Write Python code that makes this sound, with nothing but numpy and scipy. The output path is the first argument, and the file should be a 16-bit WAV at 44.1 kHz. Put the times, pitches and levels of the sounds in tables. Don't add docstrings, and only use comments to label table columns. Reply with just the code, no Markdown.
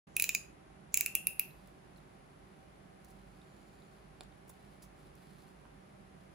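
import sys
import numpy as np
from scipy import signal
from scipy.fft import rfft, irfft
from scipy.io import wavfile

SR = 44100
rng = np.random.default_rng(int(sys.argv[2]) if len(sys.argv) > 2 else 0)


def pcm_store(signal):
    levels = np.round(np.clip(np.atleast_2d(signal), -1, 1) * 32767)
    wavfile.write(sys.argv[1], SR, levels.astype(np.int16).T)


N = 279594
TIME = np.arange(N) / SR

# (frequency [Hz], level [dB])
CRACK_COLOUR = [(200, -24.5), (1100, -14), (1700, -20), (2250, -16), (2650, 6.5), (3150, -11), (4200, -9),
                (5800, -6), (7000, -5.5), (8200, -1.5), (9400, 1.5), (11500, 3.5), (13000, 2),
                (13500, -1.5), (14300, 7), (15500, 8), (16200, -1)]
# (frequency [Hz], level [dB])
RASP_COLOUR = [(500, -2), (2500, -6), (4600, 1.5), (6000, -6.5), (7000, -9.5), (8500, -1), (10200, -0.5),
               (12000, -6.5), (13500, -3.5), (15400, -5), (16000, -35.5)]


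def ratchet(turn_s=.6, scatter=0.027, rattle_db=-5, housing_hz=2300, housing_t60=0.005, scrape_db=-49):
    # (time [s], contact [s], blade ring [Hz], blade ring [dB], spring ping [Hz],
    # spring ping [dB], spring's upper mode [dB], crack [dB])
    snaps = [(0.1665, 0.00045, 2484, -33, 11500, -31.5, -40.5, -37),
             (0.1983, 0.00029, 2456, -32.5, 11400, -32.5, -36.5, -34.5),
             (0.223, 0.00036, 2430, -37.5, 11100, -30, -33, -34),
             (0.2411, 0.00018, 2450, -35, 10900, -41, -36, -34.5),
             (0.2921, 0.0003, 2466, -32, 11200, -43, -36.5, -42),
             (0.3495, 0.00077, 2432, -30.5, 11130, -43.5, -34, -42.5),
             (0.9429, 0.0005, 2380, -38, 11200, -34, -30.5, -35.5),
             (0.9735, 0.0008, 2350, -39, 11100, -34, -30.5, -35),
             (1.0093, 0.0004, 2360, -38, 11400, -37, -29, -36.5),
             (1.0616, 0.00057, 2445, -36.5, 11200, -35, -44.5, -38.5),
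             (1.1528, 0.00027, 2455, -38.5, 12250, -29, -38.5, -33.5),
             (1.2703, 0.00012, 2480, -39.5, 11250, -29, -47, -34.5),
             (1.3957, 0.00022, 2470, -38, 12030, -31, -32.5, -37)]
    # (frequency [Hz], width [Hz],
    # going out (level at notch 0 [dB], step per notch [dB]), coming back (the same))
    channel_modes = [(3870, 350, (-50.5, 0.78), (-58.5, 0.16)), (5040, 460, (-62, 2.9), (-50.5, 0.31)),
                     (6100, 510, (-68.5, 0.72), (-59, 1)), (7044, 1300, (-48, 1.9), (-55.5, 4.1)),
                     (8890, 1100, (-39, -1.1), (-40.5, -0.8))]
    # (partner's offset [Hz], partner's level [dB], t60 [s], room send [dB])
    blade_modes = [(152.5, -12.5, 0.017, -6.5), (234.6, -4.5, 0.0089, -1.5)]
    # (delay [s], level [dB])
    echoes = [(.0064, -28.5), (0.0109, -18.5), (0.0192, -26)]
    spring_top_hz, spring_width_hz = 15100, 2100
    spring_send_db, channel_send_db = -14.5, -3.5
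    mode_lead_s, scrape_lead_s = .0001, 256 / SR
    direct, send = np.zeros((2, N))
    t = np.arange(2048) / SR

    def radiate(s, sound, send_db=0):
        add(direct, s, sound)
        add(send, s, amp(send_db) * sound)

    notch = 1
    for s, contact, ring_hz, ring_db, ping_hz, ping_db, top_db, crack_db in snaps:
        way = int(s > turn_s)
        notch += -1 if way else 1
        modes = []
        for hz, width, *levels in channel_modes:
            base_db, step_db = levels[way]
            shift = 1 + scatter * rng.standard_normal()
            modes.append((hz * shift, width, base_db + step_db * notch, channel_send_db))
        modes.append((ping_hz, spring_width_hz, ping_db, spring_send_db))
        modes.append((spring_top_hz, spring_width_hz, top_db, spring_send_db))
        for hz, width, db, send_db in modes:
            mode = t * np.exp(-np.pi * width * t) * np.sin(2 * np.pi * (hz * t + rng.random()))
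            rattle = signal.fftconvolve(chatter(t, 0.00045), mode)[:len(t)]
            hit = blow(blow(mode) + amp(rattle_db) * blow(rattle))
            radiate(s - mode_lead_s, amp(db) * hit, send_db)
        offset_hz, partner_db, t60, send_db = blade_modes[way]
        partner = amp(partner_db) * np.sin(2 * np.pi * (ring_hz + offset_hz) * t)
        blade = (np.sin(2 * np.pi * ring_hz * t) - partner) * amp(-60 * t / t60)
        tock = np.sin(2 * np.pi * housing_hz * t) * amp(-60 * t / housing_t60)
        attack = 1 - np.exp(-t / (contact + 0.00027))
        ring = amp(ring_db) * blow((blow(blade) + amp(-11) * blow(tock)) * attack)
        radiate(s, ring, send_db)
        for delay, db in echoes:
            add(direct, s + delay, amp(db) * ring)
        climb = np.exp(-abs(t - scrape_lead_s) / .0012) * (t < scrape_lead_s)
        scrape = blow(colour(rng.standard_normal(len(t)) * climb, RASP_COLOUR))
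        crack = blow(colour(chatter(t - scrape_lead_s, contact), CRACK_COLOUR))
        radiate(s - scrape_lead_s, amp(crack_db) * crack + amp(scrape_db) * scrape)
    return highpass([direct, send], hz=1600)


def chatter(t, contact_s):
    age = np.maximum(t, 0) / max(contact_s, 1 / SR)
    return rng.standard_normal(len(t)) * age * np.exp(-age)


def slider_rub():
    # (time [s], length [s], final level [dB])
    rubs = [(0.068, 0.079, -79.5), (0.152, .012, -64), (0.666, 0.043, -85), (0.922, 0.07, -56.5)]
    # (frequency [Hz], level [dB])
    rub_colour = [(3000, -21), (5800, -2.5), (6500, 1), (7300, 1), (8200, -14.5), (16000, -18.5)]
    force = np.zeros(N)
    for s, length, db in rubs:
        add(force, s, amp(db) * np.linspace(.3, 1, int(length * SR)))
    return force * unit(colour(rng.standard_normal(N), rub_colour))


def cutting(cells_per_s=2600, body_db=-13, clump_db=0.4, clump_hz=25, squeak_width_hz=300):
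    # (time [s], length [s], level [dB], low cut [Hz])
    scratches = [(1.673, 0.0056, -61, 4980), (1.97, 0.018, -69, 4040), (3.046, 0.0044, -56, 4530),
                 (3.055, 0.0044, -64, 4460), (3.08, 0.021, -69, 5040), (3.098, 0.03, -66, 5000),
                 (4.234, 0.0029, -57, 3470), (4.477, 0.016, -64, 6500), (4.491, 0.022, -55.5, 6750),
                 (4.82, 0.035, -57.5, 3760), (5.152, 0.0075, -65, 5000)]
    # (frequency [Hz], level [dB])
    scratch_colour = [(500, -2.5), (3500, -4), (4600, 0.5), (6800, -2.5), (8200, -1.5), (9500, 3),
                      (12000, -5), (13500, 3), (15400, 0), (16100, -26)]
    # (time [s], length [s], pitch [Hz], level [dB])
    squeaks = [(3.43, 0.44, 7000, -90), (3.3, 0.76, 4480, -93), (5.2, .3, 4900, -103)]
    hz = np.fft.rfftfreq(N, 1 / SR)
    sizes = amp(2.5 * np.minimum(rng.exponential(1, N), 4))
    cells = rng.standard_normal(N) * sizes * (rng.random(N) < cells_per_s / SR)
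    clumps = unit(irfft(rfft(rng.standard_normal(N)) * rolloff(hz, clump_hz), N))
    grit = cells * amp(clump_db * clumps)
    hiss = unit(colour(grit, RASP_COLOUR))
    body = unit(signal.fftconvolve(grit, handle_ring())[:N])
    out = pressure() * (hiss + amp(body_db) * body)
    for s, length, db, low_hz in scratches:
        age = np.arange(4096) / (length * SR / 4)
        scratch = highpass(colour(rng.standard_normal(len(age)), scratch_colour), low_hz)
        add(out, s, amp(db) * age * np.exp(1 - age) * unit(scratch))
    for s, length, squeak_hz, db in squeaks:
        whine = unit(irfft(rfft(grit) / (1 + (2 * (hz - squeak_hz) / squeak_width_hz) ** 2), N))
        out += amp(db) * whine * stroke(s, length)
    return out


def pressure(touch_s=1.5, touch_db=-82, build_db_per_s=2):
    # (time [s], length [s], mid-stroke level [dB])
    strokes = [(1.446, 0.27, -76.5), (2.99, 0.28, -77.5), (3.28, 0.7, -77), (4.518, 0.24, -75.5),
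               (4.958, 0.11, -75), (5.155, 0.33, -72), (6.17, 0.08, -79)]
    force = amp(touch_db) * (TIME > touch_s)
    for s, length, db in strokes:
        build_db = build_db_per_s * (TIME - s - length / 2)
        force = np.maximum(force, stroke(s, length) * amp(db + build_db))
    return force


def stroke(s, length, press_s=0.011, release_s=0.064):
    t = TIME - s
    return np.clip(t / press_s, 0, 1) * np.clip(1 - (t - length) / release_s, 0, 1)


def knocks_and_ticks(grit_db=-14, grit_hz=10000, tick_t60=0.015, tick_handle_db=-7):
    # (time [s], level [dB], high cut [Hz])
    knocks = [(4.208, -50.5, 14000), (4.498, -64, 1500), (5.654, -62.5, 1580)]
    # (time [s], pitch [Hz], level [dB])
    ticks = [(1.508, 3970, -69), (1.9617, 4220, -72.5), (1.983, 3940, -73), (3.416, 3760, -67.5),
             (3.821, 3930, -72), (4.323, 3670, -74), (4.5, 3660, -72.5), (6.052, 4010, -83)]
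    out = np.zeros(N)
    t = np.arange(3000) / SR
    for s, db, top_hz in knocks:
        grit = blow(colour(chatter(t, 0.00048), CRACK_COLOUR))
        add(out, s, amp(db) * (handle_ring(top_hz) + amp(grit_db) * rolloff(grit_hz, top_hz) * grit))
    for s, hz, db in ticks:
        ping = np.sin(2 * np.pi * hz * t) * amp(-60 * t / tick_t60) * (1 - np.exp(-t / 0.00044))
        add(out, s, amp(db) * (blow(ping) + amp(tick_handle_db) * handle_ring()))
    return out


def handle_ring(top_hz=20000, attack_s=0.00015):
    # (frequency [Hz], level [dB], t60 [s])
    modes = [(338, -3, 0.0072), (598, -3.5, 0.012), (1043, 4.5, 0.0052), (1556, -0.5, 0.0086),
             (2420, -6, 0.024), (3620, -0.5, 0.013), (4270, 5, 0.006), (5000, 2.5, 0.0053),
             (7340, -1, 0.0069), (9290, 0.5, 0.014)]
    t = np.arange(3000) / SR
    ring = np.zeros(len(t))
    for hz, db, t60 in modes:
        phase = rng.uniform(0, 2 * np.pi)
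        ring += amp(db - 60 * t / t60) * rolloff(hz, top_hz) * np.sin(2 * np.pi * hz * t + phase)
    return blow(ring * (1 - np.exp(-t / attack_s)))


def table_top(x):
    # (delay [s], level [dB])
    bounces = [(.0012, -20), (.0027, -17.5), (.0052, -19.5)]
    out = x.copy()
    for delay, db in bounces:
        add(out, delay, amp(db) * x)
    return out


def room(x, predelay_s=0.0016, build_s=0.0013):
    # (frequency [Hz], level against the send [dB])
    tail_colour = [(500, 10), (1900, 2.5), (2300, -9.5), (2480, -9), (2600, 1), (2850, 7.5), (3600, -5),
                   (5000, -3.5), (6000, 0.5), (7000, -1.5), (8300, -6), (9500, -5.5), (11300, -2.5),
                   (13000, -4), (15400, -3.5), (16100, -30)]
    # (frequency [Hz], t60 [s])
    decay_times = [(500, 0.1), (2600, 0.32), (7000, 0.26), (11000, 0.34), (15000, .2)]
    size = SR // 2
    hz, t, spectra = signal.stft(diffuse(size), SR, nperseg=256)
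    t60 = read(decay_times, hz)[:, None]
    equal_energy = np.sqrt(2 * np.log(1000) / (t60 * SR))
    fade = amp(read(tail_colour, hz)[:, None] - 60 * t / t60) * equal_energy
    tail = signal.istft(spectra * fade, SR, nperseg=256)[1][:, :size]
    tail *= 1 - np.exp(-np.maximum(TIME[:size] - predelay_s, 0) / build_s)
    return signal.fftconvolve(x[None], tail, axes=1)[:, :N]


def room_tone(vent_db=-59, hiss_db=-78, waver=1.2):
    # (frequency [Hz], level [dB])
    vent_colour = [(20, -49), (33, -27), (48, -3), (70, -1), (100, -4.5), (135, 0), (205, -2.5),
                   (245, -6.5), (295, -4), (400, -4), (470, -8.5), (640, -5.5), (730, -9), (815, -7),
                   (870, -11), (1100, -11), (2200, -18), (4000, -27.5), (7000, -34), (11000, -39),
                   (16000, -60.5)]
    # (frequency [Hz], level [dB])
    hiss_colour = [(5000, -4.5), (8400, -5.5), (9200, 4.5), (9600, -0.5), (10100, 2.5), (11600, -7.5),
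                   (12400, -19), (13300, -7.5), (14000, -24), (15200, -21.5), (15900, -39)]
    # (pitch [Hz], level [dB], waver rate [Hz])
    hums = [(50.6, -69.5, 7), (148.5, -70, 9.2), (189.8, -67.5, 15), (381.6, -74, 7), (769.5, -76.5, 18)]
    # (frequency [Hz], left minus right [dB])
    balance = [(60, -3.5), (130, -4.5), (290, -5.5), (640, -1.5), (1400, -0.5), (3000, 0.5)]
    hz = np.fft.rfftfreq(N, 1 / SR)
    bed = amp(vent_db) * unit(colour(diffuse(N), vent_colour))
    bed += amp(hiss_db) * unit(colour(diffuse(N), hiss_colour))
    for hum_hz, db, waver_hz in hums:
        swell, drift = unit(irfft(rfft(rng.standard_normal((2, N))) / (1 + (hz / waver_hz) ** 2), N))
        hum = (1 + waver * (swell + 1j * drift)) * np.exp(2j * np.pi * hum_hz * TIME)
        bed += amp(db) * unit(hum.real)
    return pan_bands(bed, balance)


def diffuse(size):
    # (frequency [Hz], coherence [-1 to 1])
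    coherence = [(40, 0.8), (160, 0.59), (270, 0.84), (450, -0.18), (740, -0.32), (1220, -0.29),
                 (2200, 0.25), (4000, -0.13), (7500, 0.036), (8500, 0.66), (10500, 0.83), (16000, 0.81)]
    same = read(coherence, np.fft.rfftfreq(size, 1 / SR))
    left, other = rfft(rng.standard_normal((2, size)))
    return irfft(np.array([left, same * left + np.sqrt(1 - same ** 2) * other]), size)


def at_microphones(x, treble_lag_s=0.0001834, crossover_hz=8000, low_lag_s=0.000014):
    hz = np.fft.rfftfreq(N, 1 / SR)
    treble = (1 + np.tanh((hz - crossover_hz) / 500)) / 2
    lag_cycles = (hz * treble_lag_s - 1) * treble + hz * low_lag_s * (1 - treble)
    return np.array([irfft(rfft(x[0]) * np.exp(-2j * np.pi * lag_cycles), N), x[1]])


def pan_bands(x, balance):
    left_gain = amp(read(balance, np.fft.rfftfreq(N, 1 / SR)) / 2)
    return irfft(rfft(x) * np.array([left_gain, 1 / left_gain]), N)


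def colour(x, points):
    size = x.shape[-1]
    return irfft(rfft(x) * amp(read(points, np.fft.rfftfreq(size, 1 / SR))), size)


def highpass(x, hz):
    return signal.sosfilt(signal.butter(3, hz, "highpass", fs=SR, output="sos"), x)


def rolloff(hz, top_hz):
    return 1 / (1 + (hz / top_hz) ** 4)


def read(points, hz):
    point_hz, value = np.transpose(points)
    return np.interp(np.log(hz + 1), np.log(point_hz), value)


def amp(db):
    return 10 ** (np.asarray(db) / 20)


def unit(x):
    return x / np.sqrt(np.mean(x ** 2) + 1e-30)


def blow(x):
    return x / np.sqrt(np.sum(x ** 2) / (SR / 100) + 1e-30)


def add(mix, s, sound):
    part = mix[round(s * SR):][:len(sound)]
    part += sound[:len(part)]


def scene(knock_send_db=-5, foam_send_db=-7):
    # (frequency [Hz], left minus right [dB])
    balance = [(500, -15.5), (2500, -2), (4200, -2), (7000, -6.5), (8800, -6.5), (10500, 1.5), (15000, -1)]
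    clicks, clicks_send = ratchet()
    rub, foam, knocks = slider_rub(), cutting(), knocks_and_ticks()
    near = pan_bands(table_top(clicks + rub + foam + knocks), balance)
    far = room(clicks_send + rub + amp(foam_send_db) * foam + amp(knock_send_db) * knocks)
    return at_microphones(near + far + room_tone())


def record(dry, open_s=.069, fade_s=.004, edge_hz=16500):
    fade_in = np.clip((TIME - open_s) / fade_s, 0, 1)
    low_pass = signal.firwin(255, edge_hz, window=("kaiser", 8), fs=SR)
    return signal.oaconvolve(dry * fade_in, low_pass[None], "same", axes=1)


dry = scene()
out = record(dry)
pcm_store(out)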